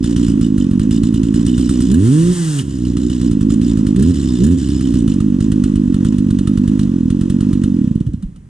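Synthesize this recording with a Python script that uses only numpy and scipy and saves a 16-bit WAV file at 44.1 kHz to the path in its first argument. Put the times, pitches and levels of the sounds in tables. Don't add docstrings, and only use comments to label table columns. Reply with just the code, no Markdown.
import sys
import numpy as np
from scipy import signal
from scipy.fft import rfft, irfft, next_fast_len
from scipy.io import wavfile
from scipy.ndimage import uniform_filter1d, minimum_filter1d

SR = 44100
rng = np.random.default_rng(int(sys.argv[2]) if len(sys.argv) > 2 else 0)


def to_wav(s):
    ch = np.atleast_2d(s).T
    pcm = np.round(np.clip(ch, -1, 1) * 32767)
    wavfile.write(sys.argv[1], SR, pcm.astype(np.int16))


N = 374393
TIME = np.arange(N) / SR

# time_s, crack_db
FIRINGS = [(0.0417, -28), (0.1619, -27), (0.2818, -31), (0.411, -29.5), (0.5792, -29.5), (0.7102, -35),
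           (0.7951, -26.5), (0.9086, -29), (1.0336, -29), (1.1407, -29.5), (1.2322, -29.5), (1.3409, -28.5),
           (1.464, -28.5), (1.5786, -30), (1.6921, -26), (1.8041, -28.5), (1.916, -37), (2.8504, -41.5),
           (2.9682, -31), (3.0981, -36), (3.2128, -32.5), (3.3117, -32), (3.409, -32.5), (3.503, -30),
           (3.6135, -30), (3.771, -31), (3.8667, -28), (3.9611, -27.5), (4.6874, -32.5), (4.809, -30),
           (4.939, -30.5), (5.0775, -28), (5.203, -31), (5.4047, -28.5), (5.518, -27.5), (5.638, -25),
           (5.756, -27.5), (5.9423, -29), (6.048, -26.5), (6.1826, -30.5), (6.3054, -30.5), (6.3876, -29),
           (6.4728, -26), (6.574, -28), (6.6761, -26), (6.792, -27.5), (7.1021, -28), (7.211, -29.5),
           (7.2986, -28), (7.4064, -28.5), (7.5298, -29), (7.6364, -28)]
# time_s, clack_db
CLACKS = [(1.14, -33.5), (1.914, -28.5), (1.942, -25), (2.587, -25.5), (3.996, -33.5), (4.025, -25),
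          (4.44, -26), (4.466, -30)]
# time_s, knock_db
LAST_TURNS = [(7.953, -42), (8.004, -42.5), (8.065, -43.5), (8.134, -45.5), (8.225, -42.5), (8.36, -48.5)]
# start_s, start_force_db, length_s
RATTLES = [(0.028, -35, .11), (0.161, -34.5, .115), (0.273, -36, 0.049), (0.413, -38.5, 0.067),
           (0.596, -39.5, 0.045), (0.809, -40, 0.031), (0.907, -33.5, 0.075), (1.028, -37.5, 0.06),
           (1.145, -37, 0.032), (1.232, -40, 0.056), (1.343, -37, 0.088), (1.45, -36.5, .11),
           (1.568, -36.5, 0.15), (1.698, -36.5, 0.15), (1.818, -35.5, .1), (2.684, -44.5, 0.26),
           (2.848, -42.5, 0.081), (2.966, -40, 0.14), (3.096, -38, .11), (3.19, -39.5, .095),
           (3.3, -43, 0.03), (3.404, -39.5, 0.029), (3.495, -35, 0.053), (3.611, -36, 0.12),
           (3.763, -44, 0.045), (3.864, -38, 0.039), (3.987, -38.5, .13), (4.136, -36.5, 0.28),
           (4.371, -36, .085), (4.48, -47, .09), (4.576, -37, .22), (4.796, -40, 0.14),
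           (4.936, -39.5, 0.086), (5.093, -36.5, 0.058), (5.408, -40.5, 0.04), (5.636, -42, 0.03),
           (6.052, -37, 0.035), (6.795, -40, 0.041)]
# start_s, level_db
PINGS = [(0.443, -29), (0.611, -26), (0.626, -38), (.808, -37), (.954, -34), (0.974, -30), (1.172, -33),
         (1.37, -37), (1.477, -28), (1.492, -25), (1.508, -37), (1.54, -26.5), (1.672, -32), (1.751, -33),
         (1.832, -38), (4.232, -33), (4.852, -29)]
# time_s, level_db
SCREECHES = [(1.464, -37), (1.579, -33.5), (1.692, -34), (1.805, -35)]
# start_s, start_pitch_hz, swell_s, peak_db
GASPS = [(8.063, 129.5, .01, -9), (8.08, 63.4, .013, -16), (8.084, 307, 0.0091, -22.5),
         (8.137, 205.5, 0.0048, -8.5), (8.137, 85, 0.0083, -13.5), (8.171, 110, .009, -20),
         (8.227, 197, 0.0091, -14), (8.241, 40, .016, -16.5), (8.29, 212, 0.0098, -32)]

# time_s, speed_hz (turns per s)
IDLE_SPEED = [(0, 53.7), (.35, 45.3), (.62, 41.2), (.77, 39.8), (.95, 43.1), (1.3, 46), (1.55, 52),
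              (1.87, 51.1), (3.2, 54.1), (3.38, 40.2), (3.68, 47.2), (3.9, 39.9), (5.45, 43), (6.1, 40.2),
              (6.45, 38.3), (6.95, 41.4), (7.3, 37), (7.7, 38.8)]
# time_s, speed_hz (turns per s)
REV_SPEED = [(1.959, 82), (2.055, 113), (2.141, 149.8), (2.198, 164), (2.311, 182.6), (2.346, 178.1),
             (2.495, 154), (2.6, 134.5)]
# open_s, shut_s, open_level_db, shut_loss_db (of the puffs)
PRESSES = [(1.868, 2.31, -2.3, 15), (3.944, 4.104, 0, 7.5), (4.371, 4.535, -1, 10.5)]

# pitch_hz, width_hz, signed_strength
PUFF_MODES = [(43, 41, -43), (138, 194, 26.5), (253.3, 65.6, -116), (311.2, 54, 53.5), (364.6, 21, 37),
              (488, 45, 6)]
# pitch_hz, width_hz, signed_strength
BANG_MODES = [(47, 57.6, -99), (96, 195, 102.5), (227.6, 64, -83), (307, 120, -46.5)]
# pitch_hz, width_hz, strength
POWER_MODES = [(60, 67, 20), (114, 102, 83), (180, 47, 5.9), (243.5, 35, 55), (359, 16, 4)]
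# pitch_hz, width_hz, signed_strength
SIGH_MODES = [(40, 15, -31), (123, 108, 96), (216, 147, -94)]
# pitch_hz, width_hz, signed_strength
HOLLOW_MODES = [(66.4, 29.5, -69.5), (133, 200, 42.5), (289.3, 44.6, -91.5)]
# pitch_hz, width_hz, strength
GULP_MODES = [(359, 41, 130)]
# pitch_hz, width_hz, strength
HUM_MODES = [(145, 26, 61)]
# pitch_hz, width_hz, relative_level_db
DRUM_MODES = [(2994, 185, 8), (3605, 83, 8.5), (4045, 130, 6), (5100, 180, 7.5), (5600, 44, 5),
              (5880, 58, 8), (7110, 340, 8), (7900, 250, 5), (8510, 180, 7.5)]
# pitch_hz, width_hz, relative_level_db
SCREECH_MODES = [(3510, 55, -15), (5760, 36, -5.5), (7450, 34, -7), (8180, 59, 3), (11000, 96, -9),
                 (12900, 110, -21)]
WHINE_ORDERS = [5, 6, 7, 9, 10, 11, 12, 18, 19]
# pulling_db, throttle_shut_db
WHINE_LEVELS = [(-58, -51), (-51, -58), (-55, -58), (-52, -53), (-54, -55), (-48, -60), (-54, -54),
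                (-58, -54), (-60, -51)]

# freq_hz, relative_level_db
CASE_COLOUR = [(300, -37.5), (500, 16), (600, 3.5), (790, -2), (1020, 4.5), (1900, -4.5), (2150, -14),
               (2450, -5.5), (2950, -4.5), (4700, -13), (6000, -8), (8800, -12), (10800, -24.5),
               (15000, -49.5)]
# freq_hz, relative_level_db
CRACK_COLOUR = [(500, -31), (1300, 6), (1850, -9), (2200, -10.5), (3000, -1), (4100, -5.5), (5000, -7),
                (7500, -5.5), (9300, -0.5), (10800, -19), (15000, -33)]
# freq_hz, relative_level_db
CLACK_COLOUR = [(600, -12), (1700, 8), (2200, -25), (3050, -8.5), (4500, -7.5), (7500, 4.5), (9400, 5.5),
                (11000, -8), (15000, -19)]
# freq_hz, relative_level_db
RATTLE_COLOUR = [(700, -6), (1700, -1), (2200, -9.5), (3400, -1.5), (4600, -6), (7500, -9), (9000, -8.5),
                 (11000, -14.5), (15000, -48.5)]
# freq_hz, relative_level_db
CHAIN_COLOUR = [(600, -14), (1700, -5.5), (2250, -17), (3100, -6), (4600, -9), (6500, -6.5), (8400, -1.5),
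                (9700, -7.5), (11200, -21), (14000, -29.5), (15500, -65)]
# freq_hz, relative_level_db
AIR_COLOUR = [(25, -8.5), (150, 2.5), (300, -19.5), (600, -31), (2000, -38.5), (4000, -48.5), (9500, -43.5),
              (14000, -73)]

# freq_hz, likeness (0-1)
LIKENESS = [(60, 1), (350, 1), (500, 0.87), (1100, 0.95), (1500, 0.68), (2500, 0.41), (3200, 0.89),
            (4200, 1), (5500, 0.8), (9600, 0.46)]
# freq_hz, left_minus_right_db
STEREO_LEAN = [(60, -1.1), (150, -1.8), (260, -2.9), (500, -3), (750, 3.4), (1100, 0), (1500, -5.5),
               (1900, 9), (2500, -7), (3000, -3), (3500, 0), (7000, 4.5), (8300, 0), (12000, 0)]
# freq_hz, left_lead_rad
STEREO_LEAD = [(20, 0), (70, -.1), (160, -.26), (280, -.45), (500, -1.17), (750, -2), (1100, -1.5),
               (1500, -2.15), (1900, -0.4), (2500, -1.8), (3000, 0.46), (4200, -1.5), (7000, -1),
               (8300, -1.03), (12000, -2)]

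OPEN_S, SHUT_S = 0.05, 0.034
PICKUP_HZ, BLIP_HZ, BLIP_RISE_S = 49.74, 90.4, 0.147
DROP_S, COAST_HZ, COAST_SAG_HZ_PER_S = 0.04, 70.15, 52
KICK_HZ, KICK_S = 10, 0.12
SWITCH_OFF_S, SPIN_DOWN_S = 7.775, 0.284
TOP_HZ = 15300
STALL_HZ = (13.6, 19)
RUSTLE_HZ = (2.5, 27.7)
LAG_HZ = (12, 30.3)
DROOP_HZ, DROOP = (33.3, 55.5), 0.8624
STARVE_HZ = (48.8, 68.3)
CHAIN_HZ = (76.6, 119)
WHINE_HZ = (92, 118)
RICH_HZ = (165, 170)


def amp(db):
    return 10 ** (np.asarray(db) / 20)


def unit(x):
    return x / np.sqrt(np.mean(x ** 2) + 1e-20)


def ramp(x, start, end):
    return np.clip((x - start) / max(end - start, 1e-6), 0, 1)


def along(points, hz):
    f, v = np.transpose(points)
    return np.interp(np.log(hz + 1), np.log(f + 1), v)


def curve(rows):
    return np.interp(TIME, *np.transpose(rows))


def filtered(x, response):
    m = next_fast_len(N + SR // 2)
    return irfft(rfft(x, m) * response(np.fft.rfftfreq(m, 1 / SR)), m)[..., :N]


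def resonances(modes, f):
    return sum(g * 1j * f * w / (c * c - f * f + 1j * f * w) for c, w, g in modes)


def noise(colour):
    def shape(hz):
        turn = np.arccos(np.clip(along(LIKENESS, hz), 0, 1)) / 2
        return amp(along(colour, hz)) * [np.cos(turn), np.sin(turn)]
    mid, side = filtered(rng.standard_normal((2, N)), shape)
    return unit(np.array([mid + side, mid - side]))


def sample_at(index):
    return np.clip(index, 0, N - 1)


def decays(times_s, sizes, life_s):
    jumps = np.bincount(sample_at(np.round(times_s * SR).astype(int)), sizes, N)
    return signal.lfilter([1], [1, -np.exp(-1 / (life_s * SR))], jumps)


def slaps(strokes, delay_s, life_s, scatter_db):
    chance = rng.standard_normal((len(strokes), 2))
    times_s = strokes / SR + delay_s + 0.00053 * chance[:, 0]
    return unit(decays(times_s, amp(scatter_db * chance[:, 1]), life_s))


def throttle():
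    return sum(ramp(TIME, on, on + OPEN_S) - ramp(TIME, off, off + SHUT_S) for on, off, _, _ in PRESSES)


def pace():
    surges = [[(PRESSES[0][0], PICKUP_HZ), *REV_SPEED]]
    for on, off, _, _ in PRESSES[1:]:
        surges.append([(on, PICKUP_HZ), (min(on + BLIP_RISE_S, off), BLIP_HZ), (off, BLIP_HZ)])
    speed = curve(IDLE_SPEED)
    for surge in surges:
        free_s = surge[-1][0] + DROP_S
        coast = [(free_s, COAST_HZ), (free_s + 2, COAST_HZ - 2 * COAST_SAG_HZ_PER_S)]
        speed = np.maximum(speed, curve(surge + coast) * (TIME > surge[0][0]))
    return speed * np.exp(-np.maximum(TIME - SWITCH_OFF_S, 0) / SPIN_DOWN_S)


def crank(speed):
    fired_s = np.array(FIRINGS)[:, 0]
    kicks = decays(fired_s, np.full(len(fired_s), KICK_HZ), KICK_S) * (1 - throttle())
    turns = np.cumsum(speed + kicks) / SR
    tops_s = np.concatenate([fired_s, np.array(LAST_TURNS)[:, 0]])
    slip = np.unwrap(-np.interp(tops_s, TIME, turns) % 1, period=1)
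    return turns + np.interp(TIME, tops_s, slip)


def charge_db(speed, fast_loss_db=2):
    on, _, open_level_db, loss_db = np.transpose(PRESSES)
    latest = np.maximum(np.searchsorted(on, TIME) - 1, 0)
    fed_db = open_level_db[latest] - fast_loss_db * ramp(speed, *CHAIN_HZ)
    starved_db = loss_db[latest] * ramp(speed, *STARVE_HZ)
    return throttle() * fed_db - (1 - throttle()) * starved_db


def gulp(speed):
    return throttle() * np.clip((112 - speed) / 35, 0, 1)


def exhaust(strokes, crank_hz, scatter_db=0.97, muffle_hz=352, jitter_s=0.00042,
            overrun_jitter_s=0.00024, honk_cut=0.36, misfire=0.38, stall_lag_s=0.006):
    speed, size_db, opening = crank_hz[strokes], charge_db(crank_hz)[strokes], throttle()[strokes]
    sucking = gulp(crank_hz)[strokes]
    chance = rng.standard_normal((len(strokes), 4))
    power = np.clip(np.maximum(opening * ramp(speed, 48, 63), (speed - 85) / 40), 0, 1)
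    slow = np.clip((33 - speed) / 16, 0, 1)
    overrun = np.clip(-(size_db + 3.0) / 5, 0, 1) * (1 - power) * (1 - slow)
    fired = np.abs(strokes[:, None] / SR - np.array(FIRINGS)[:, 0]).min(axis=1) < 0.004
    burnt = np.clip(fired + 0.12 * chance[:, 2] * (strokes / SR < SWITCH_OFF_S), 0, 1)

    size = amp(size_db + 2.5 + scatter_db * (1 - power + overrun) * chance[:, 0])
    size = size * ramp(speed, *STALL_HZ)
    third = np.arange(len(strokes)) % 3 == 0
    size = size * (1 - misfire * opening * ramp(speed, *RICH_HZ) * third)
    size = size * (1 - honk_cut * sucking)

    spread_s = jitter_s * (1 - power + 0.7 * sucking) + overrun_jitter_s * overrun
    late_s = spread_s * chance[:, 1] + stall_lag_s * (1 - ramp(speed, *LAG_HZ)) ** 2
    at = sample_at(strokes + np.round(late_s * SR).astype(int))

    idle = (1 - power) * (1 - slow) * (1 - 0.47 * overrun)
    taut = np.clip(ramp(speed, *DROOP_HZ) + 0.2 * chance[:, 3], 0, 1)
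    hum = ramp(speed, *CHAIN_HZ) * (1 - opening)
    gulping = opening * (1 - ramp(speed, 58, 73))
    drooped = [(hz * DROOP, width, strength) for hz, width, strength in PUFF_MODES[1:]]
    kinds = [(PUFF_MODES, idle * (1 - burnt) * taut), (drooped, idle * (1 - burnt) * (1 - taut)),
             (BANG_MODES, idle * burnt), (POWER_MODES, power), (HOLLOW_MODES, 1.36 * overrun),
             (SIGH_MODES, slow), (HUM_MODES, hum), (GULP_MODES, gulping)]
    throb = np.zeros(N)
    for modes, share in kinds:
        throb += filtered(np.bincount(at, size * share, N), lambda f: resonances(modes, f))
    rebound_s = 0.019 + 0.0061 * chance[:, 1]
    again = sample_at(at + np.round(rebound_s * SR).astype(int))
    throb += filtered(np.bincount(again, 0.22 * size * slow, N), lambda f: resonances(SIGH_MODES, f))
    wall = signal.butter(6, muffle_hz, analog=True)
    return filtered(throb, lambda f: signal.freqs(*wall, f)[1])


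def casing(strokes, speed, level_db=-42.0, follows=0.56, smooth_db=5, steady=0.58):
    beat = unit(steady + slaps(strokes, delay_s=0.0017, life_s=0.018, scatter_db=4.0))
    loudness_db = level_db + follows * charge_db(speed) - smooth_db * ramp(speed, *CHAIN_HZ)
    return amp(loudness_db) * ramp(speed, *RUSTLE_HZ) * beat * noise(CASE_COLOUR)


def shoes(speed, graze_db=-55, fade_db=3.5, release_s=0.006):
    force = np.zeros(N)
    for start_s, db, length_s in RATTLES:
        first = np.searchsorted(TIME, start_s)
        t = TIME[first:][:SR // 2] - start_s
        spell = amp(db - fade_db * t / length_s) * np.exp(-np.maximum(t - length_s, 0) / release_s)
        span = slice(first, first + len(t))
        force[span] = np.maximum(force[span], spell)
    return force + amp(graze_db) * ramp(speed, *RUSTLE_HZ)


def clutch(strokes, speed, hiss_db=-6, ring_db=-2, dull_hz=9800, shift_db=3.0, steady=0.24):
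    beat = uniform_filter1d(slaps(strokes, delay_s=0.0002, life_s=0.008, scatter_db=1.5), size=70)
    force = shoes(speed) * unit(steady + beat)
    scrape = force * unit(rng.standard_normal(N) + 0.41 * rng.standard_normal((2, N)))
    turn = np.searchsorted(strokes, np.arange(N))
    favour = amp(shift_db * rng.standard_normal((len(strokes) + 1, len(DRUM_MODES))))
    ring = np.zeros((2, N))
    for k, (hz, width, level_db) in enumerate(DRUM_MODES):
        mode = (hz, width, (-1) ** k * amp(level_db))
        ring += filtered(favour[turn, k] * scrape, lambda f: resonances([mode], f))
    ring = filtered(ring, lambda f: 1 / (1 + (f / dull_hz) ** 12))
    hiss = force * noise(RATTLE_COLOUR)
    return amp(hiss_db) * hiss + amp(ring_db) * scrape.std() * unit(ring)


def cracks(life_s=0.0077, clack_life_s=0.0075, ring_db=-11, ring_life_s=0.012):
    snap_s, snap_db = np.vstack([FIRINGS, LAST_TURNS]).T
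    clack_s, clack_db = np.transpose(CLACKS)
    snaps = uniform_filter1d(decays(snap_s, amp(snap_db), life_s), size=150) * noise(CRACK_COLOUR)
    clacks = uniform_filter1d(decays(clack_s, amp(clack_db), clack_life_s), size=120)
    clacks = clacks * noise(CLACK_COLOUR)
    tail_gain = amp(np.r_[snap_db, clack_db] + ring_db)
    tails = uniform_filter1d(decays(np.r_[snap_s, clack_s], tail_gain, ring_life_s), size=150)
    modes = [(hz, width, amp(level_db)) for hz, width, level_db in DRUM_MODES[:3]]
    drum = filtered(rng.standard_normal(N), lambda f: resonances(modes, f) * (f > 2400) * (f < 4500))
    return snaps + clacks + tails * unit(drum)


def knocks(knock_db=28, low_hz=1050, high_hz=1900, delay_s=0.000994):
    times_s, db = np.transpose(FIRINGS)
    blows = np.bincount(np.round((times_s + delay_s) * SR).astype(int), amp(db + knock_db), N)
    band = signal.butter(3, [low_hz, high_hz], "band", analog=True)
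    return filtered(blows, lambda f: signal.freqs(*band, f)[1])


def pings(life_s=0.0045, attack_s=0.0005, upper_db=-9, detune=0.025):
    out, t = np.zeros(N), TIME[:SR // 20]
    for (start_s, db), chance in zip(PINGS, rng.standard_normal((len(PINGS), 2))):
        low, upper = (np.sin(2 * np.pi * DRUM_MODES[k][0] * (1 + detune * chance[k]) * t) for k in range(2))
        ring = (low + amp(upper_db) * upper) * np.exp(-t / life_s) * (1 - np.exp(-t / attack_s))
        out[round(start_s * SR):][:len(t)] += amp(db) * ring
    return out


def screech(strokes, life_s=0.034, hit_life_s=0.005, steady=0.15):
    times_s, db = np.transpose(SCREECHES)
    beat = slaps(strokes, delay_s=0.001, life_s=0.018, scatter_db=3.0)
    chirps = unit(steady + uniform_filter1d(beat, size=110))

    def modes(f):
        return sum(np.abs(resonances([(hz, width, 1)], f)) ** 2 * amp(level_db)
                   for hz, width, level_db in SCREECH_MODES)
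    ring = filtered(rng.standard_normal(N) + 0.5 * rng.standard_normal((2, N)), modes)
    force = decays(times_s, amp(db), life_s) * chirps + decays(times_s, amp(db), hit_life_s)
    return uniform_filter1d(force, size=80) * unit(ring)


def intake(turns, speed, honk_db=-7.5, delay_s=0.0035):
    angle = np.interp(TIME - delay_s, TIME, turns)
    return amp(honk_db) * uniform_filter1d(gulp(speed), size=600) * np.cos(2 * np.pi * 3 * angle)


def rasp(strokes, speed, rasp_db=-48, pull_db=-44, life_s=0.0012, dull_hz=2800):
    t = TIME[:SR // 100]
    rap = rng.standard_normal(len(t)) * np.exp(-t / life_s)
    fast = amp(rasp_db) * ramp(speed, *CHAIN_HZ)
    pulling = amp(pull_db) * throttle() * ramp(speed, *STARVE_HZ)
    force = np.maximum(fast, pulling)
    chance = rng.standard_normal((len(strokes), 2))
    stray_s = 0.00001 + 0.00015 * ramp(speed, *RICH_HZ)[strokes]
    at = sample_at(strokes + np.round(stray_s * chance[:, 0] * SR).astype(int))
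    raps = np.bincount(at, force[strokes] * amp(1.3 * chance[:, 1]), N) * np.sqrt(SR / 160)

    def colour(f):
        low_cut = f ** 4 / (f ** 4 + 1250 ** 4)
        return unit(amp(along(CASE_COLOUR, f)) / (1 + (f / dull_hz) ** 2) * low_cut)
    return filtered(signal.fftconvolve(raps, rap / np.linalg.norm(rap))[:N], colour)


def chain(turns, speed, level_db=-33.0, slack_db=2, swing=0.1, grain_db=1.0):
    grain = amp(grain_db * unit(uniform_filter1d(rng.standard_normal(N), size=60)))
    level = amp(level_db + slack_db * (1 - throttle())) * ramp(speed, *CHAIN_HZ)
    surge = 1 + swing * np.cos(2 * np.pi * turns)
    return level * unit(grain * surge) * noise(CHAIN_COLOUR)


def whine(turns, speed, waver_db=3, misfire_db=-7):
    opening, tone = throttle(), np.zeros(N)
    for order, (pull_db, shut_db) in zip(WHINE_ORDERS, WHINE_LEVELS):
        waver = np.interp(TIME, np.linspace(0, TIME[-1], num=340), rng.standard_normal(size=340))
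        shake_rad = 0.028 * order * unit(uniform_filter1d(rng.standard_normal(N), size=300))
        level_db = shut_db + (pull_db - shut_db) * opening + waver_db * waver
        tone += amp(level_db) * np.sin(2 * np.pi * (order * turns + rng.random()) + shake_rad)
    misfiring = amp(misfire_db * opening * ramp(speed, *RICH_HZ))
    return np.sqrt(2) * ramp(speed, *WHINE_HZ) * misfiring * tone


def release(time_s=2.589, level_db=-25, ring_s=0.009):
    hz, width, _ = DRUM_MODES[0]
    ring = filtered(rng.standard_normal(N), lambda f: resonances([(hz, 5 * width, 1)], f) ** 2)
    return uniform_filter1d(decays(np.array([time_s]), [amp(level_db)], ring_s), size=100) * unit(ring)


def gasps(sink_per_s=3.3):
    out, t = np.zeros(N), TIME[:SR // 8]
    for start_s, hz, swell_s, db in GASPS:
        swell = (t / swell_s * np.exp(1 - t / swell_s)) ** 2
        push = swell * np.sin(2 * np.pi * hz * t * (1 - sink_per_s * t / 2))
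        out += np.bincount(sample_at(round(start_s * SR) + np.arange(len(t))), amp(db) * push, N)
    return out


def yard(x, t60_s=1.09, wet_db=-13.5):
    t = TIME[:SR]
    tail = rng.standard_normal(len(t)) * amp(-60 * t / t60_s) * (t > 0.008)
    return x + amp(wet_db) * signal.fftconvolve(x, tail[None] / np.linalg.norm(tail), axes=1)[:, :N]


def scene():
    speed = pace()
    turns = crank(speed)
    strokes = np.flatnonzero(np.diff(np.floor(turns)) > 0)
    engine = exhaust(strokes, speed) + casing(strokes, speed) + cracks() + knocks()
    engine = engine + intake(turns, speed) + rasp(strokes, speed) + gasps()
    drive = clutch(strokes, speed) + pings() + screech(strokes)
    drive = drive + chain(turns, speed) + whine(turns, speed) + release()
    return yard(engine + drive) + amp(-38.5) * noise(AIR_COLOUR)


def record(dry):
    def ports(hz):
        half = amp(along(STEREO_LEAN, hz) / 2) * np.exp(0.5j * along(STEREO_LEAD, hz))
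        return np.array([half, 1 / half])
    pair = filtered(dry, ports)
    needed = np.minimum(1, 0.93 / (np.abs(pair).max(axis=0) + 1e-9))
    gain = uniform_filter1d(minimum_filter1d(needed, size=500), size=500)
    return filtered(pair * gain, lambda hz: hz < TOP_HZ)


dry = scene()
out = record(dry)
to_wav(out)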